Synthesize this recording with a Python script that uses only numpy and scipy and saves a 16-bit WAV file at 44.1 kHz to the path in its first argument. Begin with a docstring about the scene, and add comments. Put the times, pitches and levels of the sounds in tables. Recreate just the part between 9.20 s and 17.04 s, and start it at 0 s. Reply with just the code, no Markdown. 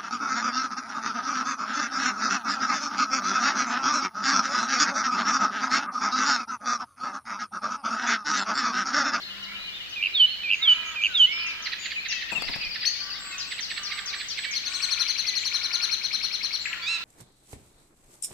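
"""A thrush close by in a quiet spring wood sings three burry phrases, each ending in a down-slur.
To the right a bird chacks in pairs; on the left another trills with both sides of its syrinx at once,
and a nasal mew follows. Warblers and tits sit at middle distance; whistles, a hoarse crow and countless
chirps come from farther off, over the hush of leaves. Trunks scatter every note, and once something
knocks and rattles beside the stereo microphone."""
import sys
import numpy as np
from scipy import signal
from scipy.fft import rfft, irfft
from scipy.io import wavfile
from scipy.ndimage import uniform_filter1d

SR = 44100
rng = np.random.default_rng(int(sys.argv[2]) if len(sys.argv) > 2 else 0)


def persist_wave(psi):
    """Save psi, clipped to +-1, as 16-bit WAV."""
    counts = np.round(np.clip(psi, -1, 1) * 32767).astype(np.int16)
    wavfile.write(sys.argv[1], SR, np.atleast_2d(counts).T)


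N = 345744
TIME = np.arange(N) / SR


def thrush(leap_hz=560, leap_db=16, burr_width_s=0.0294):
    """Near: a low whistle burrs, loudest where it leaps into the throat resonance; a slur follows."""
    # the whistle under the burr: from_beat_s, pitch_hz, level_db
    low_whistle = [(-.09, 2526, -28), (-.075, 2480, -25), (-.05, 2370, -27), (-.025, 2317, -24.5),
                   (0, 2407, -25), (0.021, 2283, -23.5), (0.031, 2210, -36)]
    # burrs, each with one leap that falls short: beat_s, level_db, leaps_per_s, falter_from_beat_s
    burrs = [(0.8497, -4, 94, -0.0039), (1.3245, -1, 101, -0.0042), (1.848, -2, 103, -.02)]
    # the clear down-slur: from_beat_s, pitch_hz, level_db
    slur = [(-.066, 3990, -36), (-.046, 3700, -9), (-.034, 3628, -11), (-.018, 3330, -10),
            (-.004, 3190, -14), (.003, 3132, -2), (.024, 2985, -2), (.044, 2957, -3), (.056, 2998, -2.5),
            (.066, 2807, -20)]
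    # one slur a phrase: beat_s, level_db
    slur_beats = [(0.999, -9), (1.476, -9), (1.999, -8)]
    song = sing(slur, slur_beats, jitter=0.0059, partials=((1, 0.0095), (2, -44)))
    s, hz, db = np.transpose(low_whistle)
    t = np.arange(s[0], s[-1], 1 / SR)
    for beat, level_db, leaps_per_s, falter_s in burrs:
        leaps = np.exp(-(t / burr_width_s) ** 4) * np.cos(np.pi * leaps_per_s * t) ** 4
        falter = 1 - .6 * np.exp(-(2 * leaps_per_s * (t - falter_s)) ** 2)
        height = leaps * falter * (1 + .1 * waver(len(t), leaps_per_s))
        pitch = np.interp(t, s, hz) + leap_hz * height
        swell = from_db(level_db + np.interp(t, s, db) + leap_db * height)
        add(song, beat + s[0], swell * np.sin(phase_of(pitch)))
    return wood(panned(song, pan_db=-3.5, lag_ms=0.044), wet_db=-13)


def triller(hiss_db=-31):
    """Near, on the left: a two-voiced chip, a long, slightly rough two-voiced trill and two chups."""
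    # syllables (upper and lower are the two sides of the syrinx): from_beat_s, pitch_hz, level_db
    trill_upper = [(-.028, 2200, -19), (-.017, 2480, -13), (-.011, 3500, -22), (-.007, 4900, -16),
                   (-.001, 5600, -14.5), (.011, 5980, -15.5), (.024, 6280, -16), (.033, 6350, -25)]
    trill_lower = [(-.005, 4650, -22), (.002, 4450, -11), (.012, 4280, -5.5), (.024, 4100, -6.5),
                   (.029, 3750, -13), (.037, 2650, -21)]
    chip_upper = [(-.016, 1714, -10), (-.009, 1950, -5.5), (-.006, 3960, 0), (-.002, 5450, -3),
                  (.008, 6000, -4.5), (.018, 6190, -6.5), (.033, 6430, -13)]
    chip_lower = [(-.003, 4560, -5), (.003, 4265, -2.5), (0.017, 4370, 6), (0.025, 4370, -3),
                  (.033, 4730, -4)]
    chup = [(-.003, 1184, -28), (.003, 2825, -8.5), (.009, 2015, -12.5), (.016, 1550, -18.5),
            (.022, 1420, -28)]
    # when each is sung: beat_s, level_db
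    trill_beats = [(5.355, -19.5), (5.459, -21.5), (5.542, -20.5), (5.626, -16.5), (5.713, -16),
                   (5.799, -15), (5.886, -16.5), (5.983, -17.5), (6.073, -17), (6.159, -18), (6.254, -17),
                   (6.341, -16), (6.437, -18), (6.534, -16), (6.626, -15.5), (6.719, -16.5), (6.838, -18.5),
                   (6.934, -17), (7.033, -17.5), (7.132, -19.5), (7.235, -18), (7.333, -18.5)]
    chip_beats = [(3.66, -22)]
    chup_beats = [(7.455, -15), (7.528, -16)]
    song = two_voices(trill_upper, trill_lower, trill_beats, coupling=6, jitter=.02, vary=.012)
    song += two_voices(chip_upper, chip_lower, chip_beats, coupling=1.1, jitter=0.015)
    song += sing(chup, chup_beats, jitter=0.1)
    song += from_db(hiss_db) * breath(song)
    return wood(panned(song, pan_db=9.5), wet_db=-3.3)


def mew(hiss_db=-10):
    """Right of centre: a rough nasal call, strongest in harmonics two and three, rasping in the beak."""
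    # the rising and falling call: from_beat_s, pitch_hz, level_db
    call = [(0, 1135, -15), (.035, 1159, -14), (.06, 1280, -3.5), (.09, 1364, -6.5), (.125, 1335, -5.5),
            (.145, 1293, -8.5), (.16, 1200, -20)]
    # when it comes: beat_s, level_db
    beats = [(7.621, -20)]
    # its harmonics: pitch_multiple, level_db
    harmonics = [(2, -2.5), (3, -2.5), (4, -16), (5, -20.5), (6, -23.5)]
    beak = [(5200, 2400, 0)]   # centre_hz, width_hz, gain_db
    song = sing(call, beats, jitter=0.012, partials=harmonics, quiver_per_s=1300)
    song += from_db(hiss_db) * resonate(resonate(breath(song), beak), beak)
    return wood(panned(song, pan_db=-4.5), wet_db=-4)


def chacker(second_db=-0.5, rasp_db=11, beak_cutoff_hz=4600):
    """On the right: harsh falling chacks; air rasps in the throat and the beak holds back the treble."""
    # one chack: from_beat_s, pitch_hz, level_db
    chack = [(-.008, 2890, -7.5), (0, 2328, -6), (.009, 1928, 0.5), (.018, 1600, -11.5), (.028, 1470, -28)]
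    # chacks come in pairs: beat_s, gap_s, level_db
    pairs = [(2.4638, 0.062, -19.5), (2.653, 0.059, -21), (2.8559, 0.063, -22), (3.017, 0.078, -24),
             (3.2784, .054, -22.5), (3.5517, 0.073, -23), (4.3148, 0.072, -22), (4.5082, .063, -21),
             (4.7146, 0.067, -21.5), (4.9344, 0.07, -22), (5.1817, 0.061, -20)]
    beats = [beat for s, gap, db in pairs for beat in ((s, db), (s + gap, db + second_db))]
    partials = ((1, 0), (3 / 2, -8), (2, -6))   # period doubling adds a line between pitch and octave
    throat = [(2340, 730, -4), (4010, 1630, -0.49)]   # centre_hz, width_hz, gain_db
    song = sing(chack, beats, jitter=.09, partials=partials, quiver_per_s=1500)
    song += from_db(rasp_db) * resonate(resonate(breath(song), throat), throat)
    song = signal.sosfilt(signal.butter(8, beak_cutoff_hz, fs=SR, output="sos"), song)
    return wood(panned(from_db(-8) * song, pan_db=-6.5), wet_db=-5.5)


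def knock(tick_db=-21, sway_db=-44, sway_hz=45):
    """Something knocks and rattles close on the left; the shaken microphone rumbles briefly."""
    # the knock and its rattle: start_s, level_db, t60_s
    hits = [(3.121, -28.5, 0.13), (3.159, -34.5, 0.29), (3.222, -17.5, 0.016), (3.292, -30, 0.069),
            (3.359, -27, 0.038)]
    # resonances of the struck body: centre_hz, width_hz, gain_db
    modes = [(233, 165, -2), (610, 330, -8.5), (885, 240, -11)]
    contact, shake = np.zeros((2, N)), np.zeros(N)
    t = TIME[:SR // 4]
    for s, level_db, t60 in hits:
        add(contact, s, from_db(level_db - 60 * t / t60) * rng.standard_normal((2, len(t))))
        add(shake, s, np.hanning(len(t)))
    body = panned(3 * resonate(contact[0], modes), pan_db=14.5)
    rumble = from_db(sway_db) * shake * waver(N, 2 * sway_hz) * [[1], [-.6]]
    return wood(body, wet_db=-6) + from_db(tick_db) * contact + rumble


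def small_birds(answer_after_s=.08, answer_length_s=.12, answer_hz=7800):
    """Warblers and tits on perches at middle distance, leftward: runs, thin notes, buzzes, twitters."""
    # syllables: from_beat_s, pitch_hz, level_db
    scoop = [(0, 5684, -34), (.012, 4750, -13.5), (.025, 4360, -17), (.04, 4800, -16), (.052, 5610, -19.5)]
    dive = [(0, 6434, 6.5), (.014, 5624, 3.5), (.03, 4756, 7.5), (.052, 4000, 2.5), (.068, 3670, -32)]
    lisp = [(0, 6960, -6.5), (.014, 6390, -3.5), (.03, 6330, -3.5), (.052, 6800, -4.5), (.064, 6870, -35)]
    tink = [(0, 3000, -27), (.016, 3000, 3.5), (.042, 2820, -2)]
    tsik = [(0, 6520, -11), (.012, 5000, 3), (.03, 3580, 5)]
    drop = [(0, 3636, -9), (.012, 3305, -0.5), (.028, 2700, -17)]
    # dives sung singly: beat_s, level_db
    lone_dives = [(.694, -49), (2.263, -42), (2.423, -39), (2.884, -35), (4.111, -50)]
    # thin high notes, rasping buzzes, arched twitters: start_s, length_s, middle_hz, level_db
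    held_notes = [(2.579, 0.1, 6870, -41), (3.103, 0.074, 7600, -43), (3.976, 0.18, 7670, -43.5),
                  (7.389, 0.14, 7280, -44)]
    buzzes = [(2.891, 0.046, 6000, -35), (5.461, 0.25, 7840, -43.5), (6.152, 0.11, 6820, -44)]
    twitters = [(0.192, 0.093, 3950, -44.5), (0.374, 0.11, 4060, -38.5), (0.515, 0.078, 3650, -36.5),
                (0.907, 0.13, 4400, -39), (1.048, 0.12, 4290, -33), (7.38, 0.059, 4320, -33),
                (7.607, 0.062, 4660, -33)]
    scoops = run(first_s=3.208, count=8, period_s=.098, level_db=-14.5)
    lisps = run(first_s=1.33, count=5, period_s=.161, level_db=-41, swell_db=3)
    tinks = run(first_s=.089, count=7, period_s=.125, level_db=-34.5)
    tsiks = run(first_s=.01, count=2, period_s=.22, level_db=-40.5)
    drops = run(first_s=5.1, count=9, period_s=.12, level_db=-33.5)
    # a see-saw song: dives with a thin high answer between them
    seesaw = run(first_s=4.18, count=6, period_s=.226, level_db=-34.5)
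    answers = [(s + answer_after_s, answer_length_s, answer_hz, -44.5) for s, _ in seesaw[:-1]]
    thin, twitter = np.zeros(N), np.zeros(N)
    for s, length, hz, db in held_notes + answers:
        add(thin, s, whistle(length, .99 * hz, hz, .985 * hz, db, jitter=0.0091))
    for s, length, hz, db in buzzes:
        add(thin, s, whistle(length, hz, hz, hz, db, jitter=0.065))
    for s, length, hz, db in twitters:
        add(twitter, s, whistle(length, .84 * hz, hz, .9 * hz, db, jitter=0.015))
    perches = panned(sing(scoop, scoops), pan_db=7.5, lag_ms=0.14)
    perches += panned(sing(dive, lone_dives + seesaw, jitter=0.017, vary=0.018), pan_db=6, lag_ms=0.073)
    perches += panned(sing(lisp, lisps) + thin, pan_db=10.5)
    perches += panned(sing(tink, tinks), pan_db=6, lag_ms=0.14)
    perches += panned(sing(tsik, tsiks) + twitter, pan_db=1.5)
    perches += panned(sing(drop, drops, vary=0.028), pan_db=10)
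    return wood(from_db(-3) * perches, wet_db=0)


def whistlers(arch_hz=(1867, 2427, 2155), arch_pan_db=-2.5, above_hz=193, below_hz=88, lag_ms_per_db=.4):
    """Far whistles from the canopy, each reaching the nearer side first; a faint hum at the start."""
    # one bird repeats an arching fluted note: start_s, length_s, level_db
    arches = [(.22, .36, -47), (.78, .32, -45), (1.36, .4, -40), (2.04, .33, -35.5)]
    # sinking whistles from all round: start_s, length_s, middle_hz, level_db, pan_db
    sinking_notes = [(0, .1, 4210, -44.5, 5.5), (1.863, 0.12, 1460, -49, 10), (2.097, .17, 5160, -47, 15),
                     (2.236, .1, 2660, -42, 10), (2.754, 0.052, 2430, -31.5, 1.5),
                     (2.883, .12, 2670, -39.5, 12.5), (2.85, 0.27, 1910, -46, 9),
                     (3.113, 0.03, 2560, -35, 11), (3.147, 0.046, 2680, -33, 12.5),
                     (3.398, 0.0975, 2460, -37, -6), (4.117, 0.057, 2560, -41.5, 2),
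                     (5.22, .17, 2230, -45.5, -14), (6.003, 0.25, 1995, -46, -8.5),
                     (7.463, 0.053, 2140, -41, -3)]
    out = np.zeros((2, N))
    hum = whistle(length_s=0.45, start_hz=200, middle_hz=201, end_hz=199, level_db=-65.5)
    add(out, 0, panned(hum, pan_db=8.3))
    for s, length, db in arches:
        add(out, s, panned(whistle(length, *arch_hz, db), arch_pan_db, lag_ms_per_db * arch_pan_db))
    for s, length, hz, db, pan_db in sinking_notes:
        note = whistle(length, hz + above_hz, hz, hz - below_hz, db)
        add(out, s, panned(note, pan_db, lag_ms_per_db * pan_db))
    return wood(from_db(6) * out, wet_db=-6)


def crow(sag=0.0972, flutter_hz=50):
    """Far right: hoarse, sagging caws, unsteady rattling pulses and rasping air through a sharp throat."""
    # caws: start_s, length_s, pitch_hz, level_db
    caws = [(0.037, 0.4, 345, -46.5), (1.381, 0.42, 329, -40), (2.114, 0.42, 330, -42.5),
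            (3.764, 0.5, 385.5, -42.5), (4.523, 0.49, 395, -42), (5.42, .45, 362.9, -42),
            (6.278, 0.46, 355, -43), (7.471, 0.38, 339.5, -42)]
    # throat resonances: centre_hz, width_hz, gain_db
    throat = [(1130, 340, -7.5), (1420, 540, 8), (1800, 280, 0)]
    out = np.zeros(N)
    for s, length, hz, level_db in caws:
        u = np.linspace(0, 1, int(length * SR))
        phase = phase_of(hz * (1 - sag * (u - .5) * u + .034 * waver(len(u), 350)))
        flutter = 1 + .4 * np.sin(phase_of(flutter_hz * (1 + .22 * waver(len(u), 60))))
        pulses = flutter * sum(np.sin(k * phase) for k in range(2, 7))
        rasp = 1 + 1.8 * rng.standard_normal(len(u))
        voice = resonate(resonate(pulses * rasp, throat), throat)
        add(out, s, from_db(level_db) * signal.windows.tukey(len(u), .25) * rms_one(voice))
    return wood(panned(from_db(-5) * out, pan_db=-5.5), wet_db=-4.5)


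def chorus(count=380, low_hz=2100, high_hz=4800, sweep=0.16):
    """Countless far chirps, blurred by the trees."""
    # the chorus swells and fades: time_s, rms_db
    loudness = [(0, -49.5), (2.8, -41), (5.5, -45), (7.8, -50)]
    out = np.zeros((2, N))
    for when, size, pitch, slope, arch, side in rng.random((count, 6)):
        centre_hz = low_hz * (high_hz / low_hz) ** pitch
        bend = np.exp(sweep * np.array([2 * slope - 1, arch - .5, 1 - 2 * slope]))
        chirp = whistle(0.0239 + 0.045 * size, *(centre_hz * bend), level_db=0, jitter=.02)
        add(out, when * N / SR, panned(chirp, pan_db=12 * side - 4))
    return from_db(np.interp(TIME, *np.transpose(loudness))) * rms_one(wood(out, wet_db=-7))


def air(rms_db=-41, pan_db=2):
    """The steady hush of leaves and distance, with the microphone's own hiss."""
    # colour of the hush: frequency_hz, level_db
    spectrum = [(15, -32), (25, -7), (126, -8.5), (209, -6.5), (410, -11), (970, -12.5), (1750, -4),
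                (2120, -3.5), (2420, -13), (2920, -3.5), (4500, -7), (6050, -18), (7500, -21.5),
                (8350, -30), (15500, -24)]
    # how alike left and right are: frequency_hz, likeness
    likeness = [(50, -1.1), (140, 0.17), (1400, -0.026), (3000, -0.7), (12000, 0.24)]
    log_hz = np.log(np.fft.rfftfreq(N, 1 / SR) + 1)
    curves = np.transpose(spectrum), np.transpose(likeness)
    gain_db, alike = (np.interp(log_hz, np.log(hz), values) for hz, values in curves)
    alike = np.clip(alike, -.9, .9)
    mid, side = rfft(rng.standard_normal((2, N))) * from_db(gain_db)
    side *= np.sqrt((1 - alike) / (1 + alike))
    return from_db(rms_db) * rms_one(irfft([(mid + side) * from_db(pan_db), mid - side], N))


def wood(pair, wet_db, near_t60_s=0.77, far_t60_s=2.73, far_db=-12, onset_s=0.00066, leaves_hz=4200):
    """Near trunks give quick sparse echoes, the deep wood a faint tail dulled by leaves."""
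    t = TIME[:SR]
    trunks = rng.standard_normal((2, SR)) * (rng.random((2, SR)) < .05)   # each side hears its own
    deep = signal.sosfilt(signal.butter(2, leaves_hz, fs=SR, output="sos"), trunks[::-1])
    echoes = trunks * from_db(-60 * t / near_t60_s) + deep * from_db(far_db - 60 * t / far_t60_s)
    echoes *= 1 - np.exp(-t / onset_s)
    echoes /= np.sqrt(np.sum(echoes ** 2, axis=1, keepdims=True))
    wavering_time = TIME + 4e-5 * waver(N, 520)   # smears the echoes in pitch
    smeared = np.array([np.interp(wavering_time, TIME, side) for side in pair])
    return pair + from_db(wet_db) * signal.fftconvolve(smeared, echoes, axes=1)[:, :N]


def sing(shape, beats, jitter=0.0018, partials=((1, 0),), quiver_per_s=900, vary=0, sink_per_s=0):
    """One side of the syrinx repeats a gliding, quivering syllable; vary bends each repeat its own way."""
    s, hz, db = np.transpose(shape)
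    t, out = np.arange(s[0], s[-1], 1 / SR), np.zeros(N)
    pitch = uniform_filter1d(np.interp(t, s, hz), size=160, mode="nearest")
    swell = from_db(np.interp(t, s, db)) * signal.windows.tukey(len(t), .06)
    for beat, level_db in beats:
        sink = sink_per_s * (beat - beats[0][0])
        quiver = jitter * waver(len(t), quiver_per_s)
        bend = vary * waver(len(t), 19.47)
        phase = phase_of(pitch * (1 - sink + quiver + bend))
        tone = sum(from_db(partial_db) * np.sin(k * phase) for k, partial_db in partials)
        add(out, beat + s[0], from_db(level_db) * swell * tone)
    return out


def two_voices(upper, lower, beats, coupling, jitter, vary=0):
    """Both sides of the syrinx sound at once and couple into a low undertone and a fainter sum tone."""
    high = sing(upper, beats, jitter, partials=((1, 0), (2, -27)), vary=vary, sink_per_s=.028)
    low = sing(lower, beats, jitter, vary=vary)
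    coupled = signal.lfilter([1], [1.5, -.7], high * low)   # the low-pass favours the undertone
    return high + low + coupling * coupled


def whistle(length_s, start_hz, middle_hz, end_hz, level_db, jitter=0.0087):
    """A slightly quivering sine that arches through three pitches."""
    u = np.linspace(0, 1, int(length_s * SR))
    pitch = np.polyval(np.polyfit([0, .5, 1], [start_hz, middle_hz, end_hz], 2), u)
    pitch *= 1 + jitter * waver(len(u), 201.6)
    return from_db(level_db) * signal.windows.tukey(len(u), .5) * np.sin(phase_of(pitch))


def breath(song):
    """Air turbulence that follows the loudness of a bird's note."""
    return np.sqrt(np.abs(uniform_filter1d(song ** 2, size=128))) * rng.standard_normal(N)


def run(first_s, count, period_s, level_db, swell_db=0):
    """Even beats (beat_s, level_db) of a repeated syllable, starting swell_db softer."""
    k = np.arange(count)
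    return list(zip(first_s + period_s * k, level_db - swell_db * np.exp(-k ** 2 / 2)))


def resonate(x, modes):
    """Parallel resonances: centre_hz, width_hz, gain_db."""
    return sum(from_db(db) * signal.lfilter(*signal.iirpeak(hz, hz / width, fs=SR), x)
               for hz, width, db in modes)


def panned(x, pan_db, lag_ms=0):
    """At the microphone, left is louder by pan_db and earlier by lag_ms."""
    samples = np.arange(len(x))
    right = np.interp(samples - lag_ms * SR / 1000, samples, x)
    return np.array([x * from_db(pan_db / 2), right * from_db(-pan_db / 2)])


def waver(count, per_s):
    """A random wander of spread about 1 that turns per_s times a second."""
    knots = np.random.default_rng(rng.integers(2 ** 31)).standard_normal(int(count * per_s / SR) + 2)
    return np.interp(np.arange(count) * per_s / SR, np.arange(len(knots)), knots)


def phase_of(hz):
    """Running phase of a moving pitch."""
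    return 2 * np.pi * np.cumsum(hz) / SR


def from_db(db):
    """Decibels to gain."""
    return 10 ** (np.asarray(db) / 20)


def rms_one(x):
    """Scale to rms 1."""
    return x / np.sqrt(np.mean(x ** 2) + 1e-20)


def add(track, start_s, sound):
    """Mix a sound into a track from start_s on."""
    start = int(np.clip(round(start_s * SR), 0, N - 1))
    track[..., start:start + sound.shape[-1]] += sound[..., :N - start]


def scene():
    """Birds near and far and one knock, over the hush of the wood."""
    near_birds = thrush() + triller() + mew() + chacker()
    far_birds = small_birds() + whistlers() + crow() + chorus()
    return near_birds + far_birds + knock() + air()


def record(dry):
    """The top is cut steeply above 15.8 kHz."""
    return signal.sosfilt(signal.ellip(12, .1, 80, 15800, fs=SR, output="sos"), dry)


dry = scene()
out = record(dry)
persist_wave(out)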